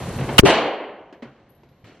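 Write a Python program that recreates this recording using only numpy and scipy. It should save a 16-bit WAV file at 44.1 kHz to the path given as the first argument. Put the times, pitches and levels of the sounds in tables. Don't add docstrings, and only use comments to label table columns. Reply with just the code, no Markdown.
import sys
import numpy as np
from scipy import signal
from scipy.io import wavfile

SR = 44100
rng = np.random.default_rng(int(sys.argv[2]) if len(sys.argv) > 2 else 0)


def wrap_up_sound(samples):
    columns = np.atleast_2d(samples).T
    tamed = np.clip(columns, -1, 1)
    steps = np.round(tamed * 32767).astype(np.int16)
    wavfile.write(sys.argv[1], SR, steps)


def volts_from_db(level):
    exponent = np.asarray(level, float) / 20
    return 10 ** exponent


N = 88200

SHOT_S, CRACK_S = 0.3818, 0.0115
FLOOR_TOP_HZ = 8000
# hz, correlation [-1..1]
LIKENESS = [(200, 1), (400, 1), (700, 0.99), (1300, .9), (2400, 1), (4400, 0.26), (8000, -.4),
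            (15000, 0.28)]


def rms_one(x):
    return x / np.sqrt(np.mean(x ** 2) + 1e-20)


def at_hz(points, hz, column=1):
    points = np.array(points)
    return np.interp(np.log(hz), np.log(points[:, 0]), points[:, column])


def drift(rate_hz):
    r = np.exp(-40 * np.pi * rate_hz / SR)
    white = rng.standard_normal(N // 20 + 2002)
    slow = signal.lfilter([1], [1, -2 * r, r * r], white)[2000:]
    return np.interp(np.arange(N) / 20, np.arange(len(slow)), rms_one(slow))


def ring(start_s, level_db, hz, t60_s):
    t = np.maximum(np.arange(N) / SR - start_s, 0)
    return volts_from_db(level_db - 60 * t / t60_s) * np.sin(2 * np.pi * hz * t)


def dying(start_s, t60_s, rise_s):
    t = np.arange(N) / SR - start_s
    rise = np.sin(np.pi / 2 * np.clip(t / rise_s, 0, 1)) ** 2
    return rise * volts_from_db(-60 * np.maximum(t, 0) / t60_s)


def band_pass(x, order, low_hz, high_hz):
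    return signal.sosfilt(signal.butter(order, [low_hz, high_hz], "band", fs=SR, output="sos"), x)


def low_pass(x, hz):
    return signal.sosfilt(signal.cheby2(10, 40, hz * 1.1, fs=SR, output="sos"), x)


def narrow(x, hz):
    mid = x.mean(axis=0)
    return x - mid + low_pass(mid, hz)


def banded_noise(spectrum, likeness, patchy_db, shape=lambda hz: 1):
    out, power = 0, 0
    together = drift(25)
    edges_hz = 25 * 2 ** np.arange(0, 9.7, 0.5)
    white = rng.standard_normal((2, 2, N))
    for k, (low_hz, high_hz) in enumerate(zip(edges_hz, edges_hz[1:])):
        mid, side = band_pass(white[k % 2], 4, low_hz, high_hz)
        hz = np.sqrt(low_hz * high_hz)
        alike = np.clip(at_hz(likeness, hz), -1, 1)
        gain = volts_from_db(at_hz(spectrum, hz))
        power += gain ** 2 * (high_hz - low_hz) / SR * 4.4
        stereo = np.sqrt(1 + alike) * mid + np.sqrt(1 - alike) * side * [[1], [-1]]
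        flicker = volts_from_db(patchy_db * (1.04 * together + drift(45)))
        out = out + gain * shape(hz) * flicker * stereo
    return out / np.sqrt(power)


def ventilation():
    # hz, level_db_per_hz
    air_spectrum = [(20, -17.5), (144, -8), (301, -16), (761, -19.5), (1160, -28), (4000, -37.5),
                    (7000, -49), (12000, -49.5)]
    # hz, level_db_per_hz
    hiss_spectrum = [(1500, -30.5), (3000, -6), (8000, 2.5), (14500, -3), (17000, -37.5)]
    air_db, hiss_db, hiss_top_hz = -28, -46.5, 12000
    duct_hz, duct_width_hz, duct_db = 135, 8.3, -37.5
    gain_drop_db, recovery_db_per_s = -34, 5

    t = np.arange(N) / SR - SHOT_S
    gain_db = np.where(t < CRACK_S, 0, gain_drop_db + recovery_db_per_s * t)
    r = np.exp(-np.pi * duct_width_hz / SR)
    poles = [1, -2 * r * np.cos(2 * np.pi * duct_hz / SR), r * r]
    duct = rms_one(signal.lfilter([1, 0, -1], poles, rng.standard_normal(N)))
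    air = volts_from_db(air_db) * banded_noise(air_spectrum, LIKENESS, patchy_db=0.37) + volts_from_db(duct_db) * duct
    hiss = volts_from_db(hiss_db) * narrow(banded_noise(hiss_spectrum, LIKENESS, patchy_db=1.5), hiss_top_hz)
    return hiss * (t < 0) + volts_from_db(gain_db) * narrow(air, FLOOR_TOP_HZ)


def thuds():
    # start_s, burst_db, tail_t60_s, boom_hz, boom_db
    hits = [
        (0.187, -29.5, 0.9, 140, -14),
        (0.209, -31.5, 0.6, 132.5, -16),
        (.289, -24.5, 0.59, 882, -17),
        (0.326, -37, 0.22, 140, -24),
        (1.126, -42, .3, 1700, -58),
        (1.2225, -36, 1.3, 232.4, -26.5),
        (1.25, -89, .5, 135, -35.5),
        (1.6321, -55.5, 0.14, 902, -45),
    ]
    # hz, level_db_per_hz
    thud_spectrum = [(100, -22), (250, 6), (1200, -8.5), (2300, -11), (4500, -27.5), (7000, -38),
                     (14000, -43)]
    # hz, level_db_per_hz
    far_spectrum = [(40, -32), (113, -10), (349, -0.5), (955, -14.5), (2450, -13.5), (5500, -28),
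                    (9000, -34), (15000, -48)]
    tail_db, head_t60_s, boom_cycles = -11, 0.15, 30
    far_s, far_db, far_t60_s = 1.842, -46, 1.2
    far_boom_hz, far_boom_db = 108.5, -39.5

    bursts, booms = 0, 0
    for start_s, burst_db, t60_s, boom_hz, boom_db in hits:
        tail = volts_from_db(tail_db) * dying(start_s, t60_s, 0.0049)
        head = dying(start_s, head_t60_s, 0.00033)
        bursts = bursts + volts_from_db(burst_db) * (tail + head)
        boom = ring(start_s, boom_db, boom_hz, boom_cycles / boom_hz)
        booms = booms + boom * dying(start_s, 100, 3.4 / boom_hz)
    wash = banded_noise(far_spectrum, LIKENESS, patchy_db=1.5)
    far = volts_from_db(far_db) * dying(far_s, far_t60_s, 0.002) * wash
    far_boom = ring(far_s - 0.004, far_boom_db, far_boom_hz, 0.19)
    body = banded_noise(thud_spectrum, LIKENESS, patchy_db=1.0)
    return narrow(bursts * body + booms + far + far_boom, FLOOR_TOP_HZ)


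def case():
    # start_s, tick_db, ring_db
    bounces = [
        (1.126, -46.5, -82),
        (1.2233, -43.5, -95),
        (1.4919, -69, -66.5),
        (1.528, -77, -70),
        (1.6327, -53.5, -81),
        (1.688, -58, -73.5),
        (1.844, -55, -78),
        (1.864, -58.5, -84),
    ]
    # hz, level_db, t60_s
    brass_modes = [
        (11430, 6.5, 0.6),
        (11500, -1, .5),
        (11000, -20, .3),
    ]
    tick_low_hz, tick_top_hz, tick_t60_s, tick_width = 1100, 5000, 0.08, 0.3
    left_db, right_db, tumble_db = 1.5, -14, 3.5

    mid, side = band_pass(rng.standard_normal((2, N)), 3, tick_low_hz, tick_top_hz)
    strikes, rings = 0, 0
    for start_s, tick_db, ring_db in bounces:
        strikes = strikes + volts_from_db(tick_db) * dying(start_s, tick_t60_s, 0.0012)
        for hz, level_db, t60_s in brass_modes:
            rings = rings + ring(start_s, ring_db + level_db, hz, t60_s) * dying(start_s, 100, 0.002)
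    ticks = (mid + tick_width * side * [[1], [-1]]) * strikes
    tumble = volts_from_db([left_db + tumble_db * drift(34), right_db + tumble_db * drift(18)])
    return narrow(ticks, 13000) + rings * tumble


def hall():
    # start_s, left_db, right_db
    wall_slaps = [
        (0.4261, -17.5, -30),
        (0.4343, -0.5, -6.5),
        (0.4371, -4.5, -13.5),
        (0.4437, -12.5, -8.5),
    ]
    # left_hz, right_hz, level_db, t60_s
    slap_modes = [
        (388, 400, -3, 0.17),
        (313.2, 240, -5, 0.078),
        (140, 140, -11.5, 0.15),
    ]
    # hz, level_db_per_hz
    roar_spectrum = [(30, -26), (100, -15), (444, -1), (810, -2.5), (1210, -12), (3300, -10), (4300, -24.5),
                     (8000, -29.5), (15000, -46)]
    # hz, t60_s
    roar_t60 = [(40, .4), (130, 0.47), (300, 1.053), (600, 1.08), (1500, 0.94), (3200, 0.75), (5500, 0.44),
                (8000, 0.37), (13000, 0.37)]
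    # hz, start_s, rise_s
    opens = [(60, .432, .004), (495, .445, 0.024), (1500, 0.4434, 0.027), (10060, .448, 0.0083)]
    # hz, close_s
    centre_closes = [
        (12000, .47),
        (9500, .5),
        (7800, .54),
    ]
    roar_db, roar_s = -12.5, 0.51

    slaps = np.zeros((2, N))
    for start_s, *side_db in wall_slaps:
        for *side_hz, level_db, t60_s in slap_modes:
            for c in range(2):
                slaps[c] += ring(start_s, side_db[c] + level_db, side_hz[c], t60_s)
    slaps = signal.sosfilt(signal.butter(2, 900, fs=SR, output="sos"), slaps)

    def shape(hz):
        start_s, rise_s, t60_s = at_hz(opens, hz), at_hz(opens, hz, column=2), at_hz(roar_t60, hz)
        return dying(start_s, t60_s, rise_s) * volts_from_db(60 * (roar_s - start_s) / t60_s)

    out = slaps + volts_from_db(roar_db) * banded_noise(roar_spectrum, LIKENESS, patchy_db=0.5, shape=shape)
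    t = np.arange(N) / SR
    for hz, close_s in centre_closes:
        dull = narrow(out, hz)
        still_open = np.clip((close_s - t) / 0.03, 0, 1) * volts_from_db(np.minimum(5 * drift(12), 0))
        out = dull + still_open * (out - dull)
    return out


def shot():
    # hz, level_db_per_hz
    rattle_spectrum = [(120, -38.5), (200, -10.5), (10000, -14), (12100, -24.5), (13100, -19.5),
                       (16100, -28.5), (18000, -114)]
    crack_db, crack_rise_db, from_hz, to_hz = 3, 9, 3000, 2765
    wander, fizz_gain, body_gain = 0.15, 0.45, 0.72
    suck_s, push_s, blast_db = 0.0016, 0.003, 9
    rebound_db, rebound_s = -11, 0.005
    rattle_db, rattle_t60_s, mute_s = -9, 0.077, 0.034

    t = np.arange(N) / SR - SHOT_S
    part = np.clip(t / CRACK_S, 0, 1)
    hz = from_hz * (to_hz / from_hz) ** part
    tone = np.sin([np.cumsum(2 * np.pi * hz * np.exp(wander * drift(403.26)) / SR) for _ in range(2)])
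    fizz = signal.lfilter([1, 1], [2], rng.standard_normal((2, N)))
    body = rms_one(band_pass(rng.standard_normal((2, N)), 2, 500, 2000))
    fade = np.clip((CRACK_S + suck_s + push_s * 1.6 - t) / push_s / 2, 0, 1) ** 2
    swell = volts_from_db(crack_db - crack_rise_db * (1 - part)) * (t > 0)
    crack = swell * fade * (tone + fizz_gain * fizz + body_gain * body)

    u = t - CRACK_S + suck_s / 2
    end_s = suck_s + push_s
    knots_s = [0, suck_s / 2, suck_s, suck_s * 1.1, suck_s + push_s * 0.7, end_s]
    blast = volts_from_db(blast_db) * np.interp(u, knots_s, [0, -1, -1, 1, 0.6, 0])
    late = np.maximum(u - suck_s - push_s, 0) / rebound_s
    rebound = -volts_from_db(rebound_db) * late * np.exp(1 - late)

    rattle = banded_noise(rattle_spectrum, [(200, 0.7), (3000, 0.25)], patchy_db=5.0)
    rattle = volts_from_db(rattle_db) * dying(SHOT_S + CRACK_S, rattle_t60_s, 0.0056) * rattle
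    return (crack + blast + rebound + rattle) * np.clip((mute_s - t) / 0.018, 0, 1)


def scene():
    return ventilation() + thuds() + case() + hall() + shot()


def top_cut(x):
    return signal.sosfilt(signal.butter(12, 20000, fs=SR, output="sos"), x)


def record(dry):
    x = np.clip(dry, -1, 1)
    return top_cut(0.099 * x + 0.8 * low_pass(x, 16000))


dry = scene()
out = record(dry)
wrap_up_sound(out)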